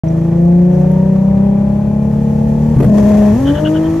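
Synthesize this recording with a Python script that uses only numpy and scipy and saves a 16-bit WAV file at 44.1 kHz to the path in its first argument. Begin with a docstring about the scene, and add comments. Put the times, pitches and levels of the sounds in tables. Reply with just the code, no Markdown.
"""Inside a moving car with a six-cylinder engine. The revs climb gently; the exhaust bangs a few times,
the engine is held steady in a rough, hissing drone, then let go: the revs leap and five short squeals
follow. The engine note is a stack of multiples of its cycle, coloured by pipe and cabin, and the exhaust
rasp pulses with its firings. Hands rub on the steering wheel; road rumble lies underneath."""
import sys
import numpy as np
from scipy import signal
from scipy.io import wavfile
from scipy.ndimage import uniform_filter1d, minimum_filter1d

SR = 44100
rng = np.random.default_rng(int(sys.argv[2]) if len(sys.argv) > 2 else 0)


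def bounce(signal):
    """Save signal as a 16-bit WAV file at the path given by the first command-line argument."""
    frames = np.transpose(np.atleast_2d(signal))
    limited = np.clip(frames, -1, 1)
    pcm = np.round(limited * 32767).astype(np.int16)
    wavfile.write(sys.argv[1], SR, pcm)


N = 176400
T = np.arange(N) / SR


def from_db(db):
    """Decibels to gain."""
    return 10 ** (np.asarray(db) / 20)


def unit_rms(x):
    """Scale to unit power."""
    return x / np.sqrt(np.mean(x ** 2) + 1e-20)


def envelope(rows, column=1):
    """One column of a breakpoint curve at every sample."""
    rows = np.array(rows)
    return np.interp(T, rows[:, 0], rows[:, column])


def at_hz(rows, hz, column=1):
    """One column of a spectrum, read on a log-frequency axis."""
    rows = np.array(rows)
    return np.interp(np.log(hz), np.log(rows[:, 0]), rows[:, column])


def drift(rate_hz):
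    """Smooth random modulation of spread 1, made at a twentieth of the sample rate."""
    pole = np.exp(-40 * np.pi * rate_hz / SR)
    slow = signal.lfilter([1], [1, -2 * pole, pole * pole], rng.standard_normal(N // 20 + 2002))[2000:]
    return np.interp(np.arange(N) / 20, np.arange(len(slow)), unit_rms(slow))


# Stereo image of the noise: f/Hz, left-right correlation
NOISE_IMAGE = [(60, 1), (250, .95), (600, 0.7), (1800, 0.8), (8000, -.2), (12000, 0)]
def noise_bands():
    """Stereo noise in narrow bands of equal density, as (centre Hz, band) pairs."""
    edges = np.geomspace(18, 16000, 27)
    white = rng.standard_normal((2, 2, N + SR // 2))
    bands = []
    for k, (low, high) in enumerate(zip(edges, edges[1:])):
        bandpass = signal.butter(2, [low, high], "band", fs=SR, output="sos")
        mid, side = signal.sosfilt(bandpass, white[k % 2])[:, -N:]
        hz = np.sqrt(low * high)
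        alike = at_hz(NOISE_IMAGE, hz)
        bands.append((hz, np.sqrt(1 + alike) * mid + np.sqrt(1 - alike) * side * [[1], [-1]]))
    return bands


def coloured(bands, eq):
    """Mix the bands through an EQ curve, at unit power."""
    return unit_rms(sum(from_db(at_hz(eq, hz)) * band for hz, band in bands))


def narrow_noise(hz, width_hz, db):
    """One band of noise, near the centre of the image."""
    bandpass = signal.butter(2, [hz - width_hz / 2, hz + width_hz / 2], "band", fs=SR, output="sos")
    white = rng.standard_normal(N) + .5 * rng.standard_normal((2, N))
    return from_db(db) * unit_rms(signal.sosfilt(bandpass, white))


# Firing rate, six firings to an engine cycle: t/s, f/Hz
FIRING_RATE = [(0, 160.8), (0.2, 164.7), (0.5, 173.7), (1, 187.7), (1.5, 199.4), (2, 210.5), (2.5, 218.3),
               (2.73, 225.8), (2.9, 209.9), (3, 205.6), (3.1, 209.3), (3.32, 207.4), (3.4, 265.2),
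               (3.5, 285.1), (3.62, 306), (3.8, 318), (4, 329)]
def revs():
    """The engine cycle that drives tone and rasp: its phase in radians and its rate in Hz."""
    cycle_hz = envelope(FIRING_RATE) / 6
    return 2 * np.pi * np.cumsum(cycle_hz) / SR, cycle_hz


# The cabin's standing waves: f/Hz, left minus right level/dB, left lead/rad
STANDING_WAVES = [(100, 0.5, 0), (383, 2, 0.3), (366, -9, 1.5), (429, 8.5, 0.58), (517, -1.5, -1.5),
                  (617, 15, -0.3), (653, -6, 2), (870, 4, 0.64)]
def cabin_pan(wave, hz):
    """Standing waves give an engine partial a different level and phase on each side."""
    balance = from_db(at_hz(STANDING_WAVES, hz))
    lead = at_hz(STANDING_WAVES, hz, column=2)
    left, right = balance * wave.real, (wave * np.exp(-1j * lead)).real
    return np.array([left, right]) / np.sqrt(1 + balance ** 2)


# Strong orders (multiples of the cycle) sweeping through pipe and cabin resonances: t/s, level/dB
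ORDER_3_LEVEL = [(0, -29), (2.6, -35.5), (3.1, -29), (3.5, -19.5), (4, -20.5)]
ORDER_4_LEVEL = [(0, -27.5), (.7, -31.5), (1.86, -19.5), (2.78, -14.5), (2.89, -19), (3.39, -35),
                 (3.63, -23.5), (4, -31)]
ORDER_5_LEVEL = [(0.0, -24), (0.65, -17.5), (0.82, -11.5), (1.53, -21), (1.85, -25.5), (1.99, -21.5),
                 (2.74, -23), (2.83, -4), (3.23, -57), (3.34, -20), (3.55, -45), (3.99, -29.5)]
FIRING_NOTE_LEVEL = [(0.0, -14), (0.35, -12.5), (0.45, -6.5), (0.62, -5.5), (0.77, -12), (1.43, -10),
                     (1.84, -14.5), (2.73, -14.5), (2.78, -13), (2.95, -2.5), (3.12, -6.5), (3.31, -8),
                     (3.4, -15), (3.52, -9.5), (3.58, -32), (3.63, -16.5), (3.71, -12), (3.99, -15.5)]
ORDER_12_LEVEL = [(0, -25), (.659, -19), (.919, -28.5), (1.13, -26.5), (1.27, -38), (1.5, -26.5),
                  (1.74, -43), (2.75, -34.5), (2.97, -20.5), (3.32, -23.5), (3.39, -29.5), (3.49, -22.5),
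                  (3.63, -18.5), (3.99, -33.5)]
ORDER_18_LEVEL = [(0.0, -56), (0.25, -45), (0.37, -28), (0.56, -29.5), (0.789, -23.5), (2.22, -34.5),
                  (2.51, -29.5), (2.75, -42), (2.94, -16), (3.29, -18.5), (3.37, -32), (3.99, -42)]
ORDER_24_LEVEL = [(.1, -27), (.28, -41.5), (.48, -26.5), (.61, -35), (.85, -31), (1, -49), (1.33, -35),
                  (2.6, -42), (3.3, -39), (4, -45)]
ORDER_30_LEVEL = [(.75, -49), (.96, -34.5), (1.2, -43.5), (2.5, -58), (3, -34.5), (4, -66.5)]
# Chug, the weak orders from unequal cylinders: order, level/dB
CHUG_ORDERS = [(2, -30), (7, -23), (8, -30.5), (9, -27.5), (10, -34), (11, -37.5), (13, -34.5), (15, -40),
               (16, -49.5), (17, -42), (19, -42.5), (21, -47.5), (22, -46), (23, -47.5), (25, -51),
               (29, -52)]
# Exhaust and cabin colour on the chug: f/Hz, gain/dB
CHUG_EQ = [(70, -2.5), (105, 8.5), (189, -4), (325, -16.5), (369, -1), (439, -10.5), (466, 6), (508, 0),
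           (576, 11), (611, 2), (700, -4.5), (751, -10), (834, 9.5), (905, 0), (941, 10.5), (1067, -6.5)]
# Engine effort: t/s, chug gain/dB, roughness/0-1
ENGINE_EFFORT = [(0, 1.5, 0), (2.72, 0, 0.13), (2.8, -11, 0.51), (2.95, 11, 0.35), (3.3, -4, 0.03),
                 (3.45, -5.5, 0.17), (4, -12.5, .04)]
def engine(cycle, cycle_hz):
    """Low orders beat into a throb, weak ones chug once a cycle, and uneven combustion shakes them all."""
    shake_hz = 31
    effort_db, roughness = envelope(ENGINE_EFFORT), envelope(ENGINE_EFFORT, column=2)
    cycle = cycle + .13 * roughness * drift(shake_hz)  # timing jitter

    def partial(order, db, shake=1, phase=0):
        wobble = shake * roughness * (drift(shake_hz) + 1j * drift(shake_hz)) / 2
        wave = np.exp(1j * (order * cycle + phase)) * (1 + wobble)
        return 2 * from_db(db) * cabin_pan(wave, order * cycle_hz)

    out = partial(6, envelope(FIRING_NOTE_LEVEL), shake=.82)
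    for order, level in (3, ORDER_3_LEVEL), (4, ORDER_4_LEVEL), (5, ORDER_5_LEVEL):
        out += partial(order, envelope(level))
    overtones = (12, ORDER_12_LEVEL), (18, ORDER_18_LEVEL), (24, ORDER_24_LEVEL), (30, ORDER_30_LEVEL)
    for order, level in overtones:
        out -= partial(order, envelope(level))  # polarity flipped against the firing note
    for order, db in CHUG_ORDERS:
        level = db + effort_db + at_hz(CHUG_EQ, order * cycle_hz)
        out += partial(order, level, shake=3.6, phase=rng.normal(0, 2.34))
    return out


# Exhaust bang cues: t/s, boom level/dB, crack level/dB
BANG_CUES = [(2.764, -6, -18), (2.784, -16, -20), (2.801, -12, -6), (2.821, -24, -5), (2.841, -4, 2.5),
             (2.867, -5.5, -29), (2.981, -16.5, -12.5), (3.016, -10.5, -18)]
# Low modes that each bang sets ringing: f/Hz, level/dB, t60/s
BOOM_MODES = [(83.01, -1, .2), (131.9, 11.5, 0.17)]
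# Tone of the crack: f/Hz, level/dB
CRACK_EQ = [(100, 5), (350, 6), (650, -2), (950, -20), (2100, -26), (3500, -44), (13000, -38)]
def exhaust_bangs(bands, attack_s=.002, crack_decay_s=.008):
    """Each bang is a low ringing boom with a short noise crack on top."""
    boom, crack = np.zeros(N), np.zeros(N)
    for start, boom_db, crack_db in BANG_CUES:
        age = np.maximum(T - start, 0)
        attack = 1 - np.exp(-age / attack_s)
        crack += from_db(crack_db) * 2 * attack * np.exp(-age / crack_decay_s)
        for hz, db, t60 in BOOM_MODES:
            boom += attack * from_db(boom_db + db - 60 * age / t60) * np.sin(2 * np.pi * hz * age)
    return boom + crack * coloured(bands, CRACK_EQ)


# Fader ride of the exhaust rasp: t/s, level/dB
RASP_FADER = [(.8, -30), (1.6, -30.5), (2.72, -36.5), (2.8, -28), (2.89, -44), (2.97, -20), (3.3, -20.5),
              (3.4, -29), (3.6, -27), (4, -25)]
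# Tone of the rasp: f/Hz, level/dB
RASP_EQ = [(60, -13.5), (125, 9.5), (250, -6), (480, -2.5), (640, -6), (800, -6), (1050, -13.5),
           (1350, -22.5), (1800, -21), (2400, -28), (8000, -52.5)]
def exhaust_rasp(bands, cycle, flicker_db=1.3):
    """Gas noise that swells with each firing and once a cycle."""
    pulse = unit_rms((1 + .55 * np.cos(6 * cycle)) * (1 + .21 * np.cos(cycle)))
    return from_db(envelope(RASP_FADER) + flicker_db * drift(38)) * pulse * coloured(bands, RASP_EQ)


# Squeal cues: peak t/s, half-length/s, f/Hz, level/dB
SQUEAL_CUES = [(3.486, 0.049, 3080, -30), (3.574, 0.058, 3050, -33), (3.667, 0.038, 2888, -27.5),
               (3.765, 0.039, 2970, -33), (3.858, 0.039, 3110, -42)]
# Partials of a squeal: frequency ratio, level/dB, width/Hz
SQUEAL_TIMBRE = [(.5, -2.5, 180), (0.999, -4, 110), (1.08, -9, 280)]
def squeals():
    """Wavering tones, likely the tyres slipping, that swell and fade about eleven times a second."""
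    out = np.zeros((2, N))
    for ratio, partial_db, width_hz in SQUEAL_TIMBRE:
        shared = drift(width_hz) + 1j * drift(width_hz)
        waver = np.array([shared + .69 * (drift(width_hz) + 1j * drift(width_hz)) for _ in range(2)])
        for peak, half_length, hz, db in SQUEAL_CUES:
            near = np.abs(T - peak) < half_length
            swell = np.cos(np.pi / 2 * (T[near] - peak) / half_length) ** 2
            tone = (waver[:, near] * np.exp(2j * np.pi * hz * ratio * T[near])).real
            out[:, near] += from_db(db + partial_db) * swell * tone
    return out * from_db([[.8], [-.8]])  # a touch left


# Fader ride of the intake hiss: t/s, level/dB
HISS_FADER = [(.6, -56), (.85, -54), (1.6, -60.5), (2.2, -55.5), (2.72, -51.5), (2.89, -48), (2.97, -37.5),
              (3.15, -42), (3.43, -44), (4, -47.5)]
# Tone of the hiss: f/Hz, level/dB
HISS_EQ = [(1000, -3.5), (2400, 6), (4200, -0.5), (6300, 3.5), (8200, -1.5), (11000, -25), (15000, -14)]
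# Peaks in the hiss; the highest is a thin band of top treble: f/Hz, width/Hz, relative level/dB
HISS_PEAK_BANDS = [(1800, 200, -0.5), (6140, 1200, -8.5), (11460, 1100, -9.5)]
def intake_hiss(bands):
    """Rushing intake air, with a few narrow peaks in the hiss and a thin steady whine."""
    rush = coloured(bands, HISS_EQ) + sum(narrow_noise(*peak) for peak in HISS_PEAK_BANDS)
    hiss = from_db(envelope(HISS_FADER) + drift(21)) * rush
    whine = narrow_noise(hz=2400, width_hz=73, db=-62)
    return hiss + whine


# Squeaks, rubs and ticks on the wheel: peak t/s, 1/e half-length/s, f/Hz, width/Hz, level/dB
HAND_CUES = [(.087, 0.0049, 5810, 300, -45.5), (.755, 0.027, 5850, 300, -58),
             (.77, 0.077, 1650, 608, -52.5), (.918, .003, 11500, 2500, -51)]
def hands_on_wheel():
    """Brief swells of friction as the steering wheel is turned."""
    return sum(np.exp(-((T - peak) / half_length) ** 2) * narrow_noise(*band)
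               for peak, half_length, *band in HAND_CUES)


# Fader ride of the road rumble: t/s, level/dB
ROAD_FADER = [(.65, -28), (1.1, -27), (1.9, -23.5), (2.4, -23), (2.85, -18.5), (4, -26)]
# Tone of the rumble: f/Hz, level/dB
ROAD_EQ = [(20, -13), (70, 4.5), (200, -4), (400, -13.5), (900, -30.5), (4000, -54)]
def road_rumble(bands):
    """A dark bed of road noise whose level wanders slightly."""
    return from_db(envelope(ROAD_FADER) + drift(4.4)) * coloured(bands, ROAD_EQ)


def scene():
    """Engine, exhaust, intake and road as heard from the driver's seat."""
    cycle, cycle_hz = revs()
    gas, air = noise_bands(), noise_bands()
    low_end = road_rumble(air) + exhaust_rasp(gas, cycle) + exhaust_bangs(air)
    low_end *= from_db([[.7], [-.7]])  # a touch left
    return engine(cycle, cycle_hz) + low_end + intake_hiss(air) + squeals() + hands_on_wheel()


def record(dry):
    """Master chain: a quick fade-in, a fast peak limiter and a steep high cut."""
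    start_s, fade_s, ceiling, cutoff_hz = .035, .002, .86, 14600
    faded = dry * np.clip((T - start_s) / fade_s, 0, 1)
    needed_gain = np.minimum(1, ceiling / (np.abs(faded).max(axis=0) + 1e-9))
    held_gain = minimum_filter1d(needed_gain, size=300)
    smooth_gain = uniform_filter1d(uniform_filter1d(held_gain, size=150), size=150)
    high_cut = signal.cheby2(12, 60, cutoff_hz, fs=SR, output="sos")
    return signal.sosfilt(high_cut, faded * smooth_gain)


dry = scene()
out = record(dry)
bounce(out)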